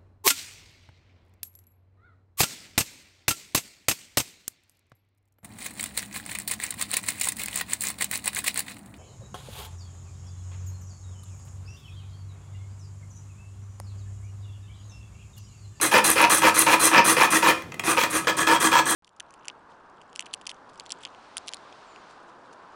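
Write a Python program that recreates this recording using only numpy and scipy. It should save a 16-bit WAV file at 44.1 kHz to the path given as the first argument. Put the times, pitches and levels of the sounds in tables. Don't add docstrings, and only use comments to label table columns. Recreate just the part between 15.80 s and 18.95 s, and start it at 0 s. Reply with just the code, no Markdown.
import sys
import numpy as np
from scipy import signal
from scipy.fft import rfft, irfft
from scipy.io import wavfile

SR = 44100
rng = np.random.default_rng(int(sys.argv[2]) if len(sys.argv) > 2 else 0)


def generate_wav(sig):
    pcm = np.round(np.clip(np.atleast_2d(sig).T, -1, 1) * 32767).astype(np.int16)
    wavfile.write(sys.argv[1], SR, pcm)


def volts_from_decibels(level):
    exponent = np.asarray(level, float) / 20
    return 10 ** exponent


N = 138915


def at_hz(points, hz):
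    point_hz, point_db = np.transpose(points)
    return np.interp(np.log(hz), np.log(point_hz), point_db)


def rms_one(x):
    return x / np.sqrt(np.mean(x ** 2) + 1e-20)


def drift(rate_hz):
    r = np.exp(-2 * np.pi * rate_hz / SR)
    noise = rng.standard_normal(N + 5000)
    return rms_one(signal.lfilter([1], [1, -2 * r, r * r], noise)[5000:])


def air():
    # (frequency [Hz], level [dB])
    tone = [(40, -20), (90, -3), (130, 0), (350, -6), (700, -14), (1500, -21), (4000, -32), (9000, -39),
            (16000, -46)]
    hz = np.maximum(np.arange(N // 2 + 1) * SR / N, 1)
    spectrum = rfft(rng.standard_normal(N)) * volts_from_decibels(at_hz(tone, hz)) * (hz > 30)
    return volts_from_decibels(-43) * rms_one(irfft(spectrum, N))


def room(x):
    t60_s, level_db, wall_cut_hz = .36, -10, 7900
    t = np.arange(SR // 2) / SR
    decay = volts_from_decibels(-60 * t / t60_s / np.array([[1], [.6]]))
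    dull, bright = rng.standard_normal((2, len(t))) * decay * np.clip(t / 0.0057, 0, 1)
    dull = signal.sosfilt(signal.butter(1, wall_cut_hz, fs=SR, output="sos"), dull)
    tail = dull + 0.47 * bright
    return volts_from_decibels(level_db) * signal.fftconvolve(x, tail / np.sqrt(np.sum(tail ** 2)))[:N]


def table(force):
    hz, t60_s = 328, .12
    r, w = volts_from_decibels(-60 / (t60_s * SR)), 2 * np.pi * hz / SR
    gain = np.sin(w) * np.sqrt(4 * (1 - r))
    return signal.lfilter([0, gain], [1, -2 * r * np.cos(w), r * r], force * rng.standard_normal(N))


def hits(s, db, length_s):
    out = np.zeros(N)
    out[(np.asarray(s) * SR).astype(int)] = volts_from_decibels(db)
    envelope = signal.lfilter([1], [1, -np.exp(-1 / (length_s * SR))], out + 1e-18)
    return envelope * rng.choice([-1, 1], N)


def snaps():
    # (time [s], peak level [dB])
    freed = [(0.302, 3.5), (0.315, -1), (.401, -16), (.417, -5), (0.424, -11.5), (.547, 3), (0.792, 10),
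             (1.041, -15), (1.055, 1.5), (1.252, -5), (1.297, -16), (1.327, -5), (1.432, -7), (2.355, -26),
             (3.108, -4)]
    s, db = np.transpose(freed)
    zing = signal.butter(3, (8400, 11600), "band", fs=SR, output="sos")
    return signal.sosfilt(zing, hits(s, db, length_s=.0012))


def body(strong, strong_db, crowd, count):
    crowd_cycles = 24
    hz = np.geomspace(crowd[0][0], crowd[-1][0], count) * rng.uniform(.98, 1.02, count)
    level = volts_from_decibels(at_hz(crowd, hz)) * hz * rng.uniform(.4, 1, count) * rng.choice([-1, 1], count)
    s_hz, s_db, s_t60 = np.transpose(strong)
    luck_db = rng.normal(0, 3, len(s_db))
    s_level = volts_from_decibels(s_db + luck_db + .5 * at_hz(crowd, s_hz)) / np.sqrt(s_t60)
    s_level = s_level * rng.choice([-1, 1], len(s_db))
    t = np.arange(SR // 8)[:, None] / SR
    weak = (np.exp(-np.log(1000) * t * hz / crowd_cycles) * np.sin(2 * np.pi * hz * t)) @ level
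    main = (np.exp(-np.log(1000) * t / s_t60) * np.sin(2 * np.pi * s_hz * t)) @ s_level
    ring = rms_one(weak) + volts_from_decibels(strong_db) * rms_one(main)
    return ring / np.sqrt(np.sum(ring ** 2))


def strike(clicks, strong, strong_db, crowd, count):
    spot = np.digitize(drift(25) + .5 * rng.standard_normal(N), [-.5, .5])
    out = np.zeros(N)
    for k in range(3):
        out += signal.fftconvolve(clicks * (spot == k), body(strong, strong_db, crowd, count))[:N]
    return out


def blade(sing, grit):
    # (frequency [Hz], level [dB], t60 [s])
    steel_modes = [(2990, -30, 0.025), (3294, 2, 0.037), (3570, -2, 0.021), (4105, 0, 0.056),
                   (5270, -30, .015), (6350, -2, .015), (8260, -2.5, 0.055), (9070, -14.5, 0.03),
                   (8745, -1, 0.01), (10180, -4.5, 0.014), (10970, -7, 0.0083), (11320, -5.5, 0.033),
                   (12000, -5.5, .02)]
    # (frequency [Hz], level [dB per Hz])
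    sing_crowd = [(2500, -14), (4000, -6.5), (7000, -6), (9000, 4), (11500, -5.5), (13000, -26),
                  (15500, -9)]
    # (frequency [Hz], level [dB per Hz])
    grit_crowd = [(2500, -4), (3300, 2), (4500, -2), (6500, -5), (9000, -1), (11500, -2), (13500, -5),
                  (15900, -5)]
    return strike(sing, steel_modes, -5, sing_crowd, count=50) + strike(grit, steel_modes, -5, grit_crowd, count=50)


def board(bites, skips):
    # (frequency [Hz], level [dB], t60 [s])
    plate_modes = [(573.5, -11.5, 0.24), (522.7, 8.5, 0.043), (718.4, -11, 0.3), (783, -9, 0.12),
                   (921, 6.5, 0.043), (1012.6, 7.5, 0.04), (1096, 6, 0.033), (1205, -2.5, 0.21),
                   (1277, 4.5, 0.21), (1624, 4, 0.027), (1753, 8, 0.023), (1985, 6, 0.023),
                   (2439, 12, 0.02), (2370, 0, 0.02)]
    # (frequency [Hz], level [dB per Hz])
    bite_crowd = [(200, -8), (450, -15), (780, -3.5), (950, -0.5), (1400, -7.5), (2400, -8), (3300, -15),
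                  (6000, -20)]
    # (frequency [Hz], level [dB per Hz])
    skip_crowd = [(200, -6.5), (650, -6.5), (1000, 1), (2400, -0.5), (2900, -2.5), (4200, -14.5),
                  (7000, -13)]
    ring = strike(bites, plate_modes, 1.5, bite_crowd, count=70)
    ring = ring + strike(skips, plate_modes, -3, skip_crowd, count=70)
    return signal.sosfilt(signal.butter(2, 185, "high", fs=SR, output="sos"), ring)


def teeth(per_s, spread_db):
    force_db = spread_db * np.minimum(rng.exponential(1, N), 3.5)
    sizes = volts_from_decibels(force_db) * rng.choice([-1, 1], N)
    return rms_one(sizes * (rng.random(N) < per_s / SR))


def catches():
    per_s, lift_db, length_s = 130, 6, .002
    count = np.floor(np.cumsum(per_s * volts_from_decibels(2.4 * drift(30))) / SR)
    jerk = np.diff(count, prepend=0) * rng.uniform(0.15, 1, N)
    return 1 + signal.lfilter([volts_from_decibels(lift_db)], [1, -np.exp(-1 / (length_s * SR))], jerk)


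def strokes(rows, column, attack_s, swell_db, release_db_per_s):
    stop_share = 0.77
    t, out = np.arange(N) / SR, np.zeros(N)
    for row in rows:
        start_s, length_s, growth_db = row[0], row[2], row[4]
        u = t - start_s
        done = np.clip(u / length_s, 0, 1)
        swell = swell_db * (np.sin(np.pi * stop_share * done) - 1) + growth_db * (done - .5)
        fall = release_db_per_s * np.maximum(u - length_s, 0)
        out += np.clip(u / attack_s, 0, 1) * volts_from_decibels(row[column] + swell - fall)
    return out


def saw():
    # (start [s], board level [dB], cutting time [s], blade level [dB], growth of force [dB])
    pushes = [(-.12, -16, .1, -33, 7), (.112, -15.5, 0.078, -26.5, 0.5), (.355, -15.5, .092, -30, -1.5),
              (.617, -14, 0.07, -25.5, 5), (.862, -14, 0.081, -26.5, 5), (1.112, -13, 0.081, -34, 5.5),
              (1.364, -15, 0.089, -28, 5), (1.622, -15.5, 0.083, -27, 5.5), (2.166, -19.5, .085, -30, -2.5),
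              (2.469, -19, 0.037, -30, -3), (2.666, -15.5, 0.095, -29, -2), (2.912, -16, 0.084, -28.5, 2)]
    # (start [s], board level [dB], skating time [s], blade level [dB], growth of force [dB])
    pulls = [(.012, -23.5, 0.067, -22.5, -12), (.240, -21, 0.091, -21.5, -8),
             (.496, -20.5, 0.093, -21, -9.5), (.742, -22, 0.079, -21, 2), (.995, -19.5, 0.077, -20.5, 4.5),
             (1.243, -20, 0.072, -21, 6), (1.503, -19.5, 0.072, -22.5, 2.5), (2.036, -23, 0.081, -28, 9),
             (2.300, -24.5, 0.074, -29, 9), (2.568, -20.5, 0.052, -28.5, 2),
             (2.800, -18.5, 0.071, -25, 1.5), (3.055, -22.5, 0.072, -26.5, 5)]
    # (time [s], peak level [dB], blade share [dB])
    knocks = [
        (1.821, -30, -9),
        (1.92, -29, -14),
        (1.942, -27.5, -7),
        (1.995, -18, -5),
        (2.037, -22, -21),
        (2.236, -14, -1),
        (2.445, -26, -15),
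        (2.471, -11, -30),
    ]
    push_attack_s, push_release = 0.0025, 787
    pull_attack_s, pull_release = 0.001, 458
    board_column, blade_column, blade_swell_db = 1, 3, 3.5
    chatter_db, knock_length_s = 1.5, 0.0027

    chatter = volts_from_decibels(chatter_db * drift(70))
    push = strokes(pushes, board_column, push_attack_s, 2.5, push_release) * chatter
    pull = strokes(pulls, board_column, pull_attack_s, 7.5, pull_release) * chatter
    knock_s, knock_db, share_db = np.transpose(knocks)
    knock_db = knock_db - 2
    knock = hits(knock_s, knock_db, knock_length_s)
    bites = push * rms_one(catches() * teeth(1500, spread_db=3.0)) + knock
    skips = pull * teeth(2500, spread_db=3.5) + knock

    chips = volts_from_decibels(chatter_db * drift(76)) * teeth(11000, spread_db=3.5)
    grit = strokes(pushes, blade_column, push_attack_s, blade_swell_db, push_release) * chips
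    sing = strokes(pulls, blade_column, pull_attack_s, blade_swell_db, pull_release) * chips
    grit = grit + hits(knock_s, knock_db + share_db, knock_length_s)

    support = table(volts_from_decibels(-17) * push + volts_from_decibels(-10) * pull)
    return board(bites, skips) + support + blade(sing, grit)


def regrip(x):
    # (frequency [Hz], width [Hz], level [dB])
    shifts = [(1103, 140, 1), (1686, 70, 8.5), (2600, 900, -6), (3240, 170, 9.5), (8200, 1800, 5.5),
              (10300, 3000, -4)]
    regrip_s = 2.46
    late = x * (np.arange(N) > regrip_s * SR)
    early = x - late
    for hz, width_hz, db in shifts:
        a, c, g = np.pi * width_hz / SR, -2 * np.cos(2 * np.pi * hz / SR), volts_from_decibels(db / 2)
        late = signal.lfilter([1 + a * g, c, 1 - a * g], [1 + a / g, c, 1 - a / g], late)
    return early + late


def scene():
    close = regrip(saw() + snaps())
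    return (close + room(close) + air())[None]


def top_cut(x):
    return signal.sosfilt(signal.butter(12, 16340, fs=SR, output="sos"), x)


def record(dry):
    rounded = .95 * np.tanh(dry / .95)
    heard = signal.sosfilt(signal.butter(2, 59, "high", fs=SR, output="sos"), rounded)
    heard = signal.sosfilt(signal.ellip(10, .5, 60, 15900, fs=SR, output="sos"), heard)
    return top_cut(heard)


dry = scene()
out = record(dry)
generate_wav(out)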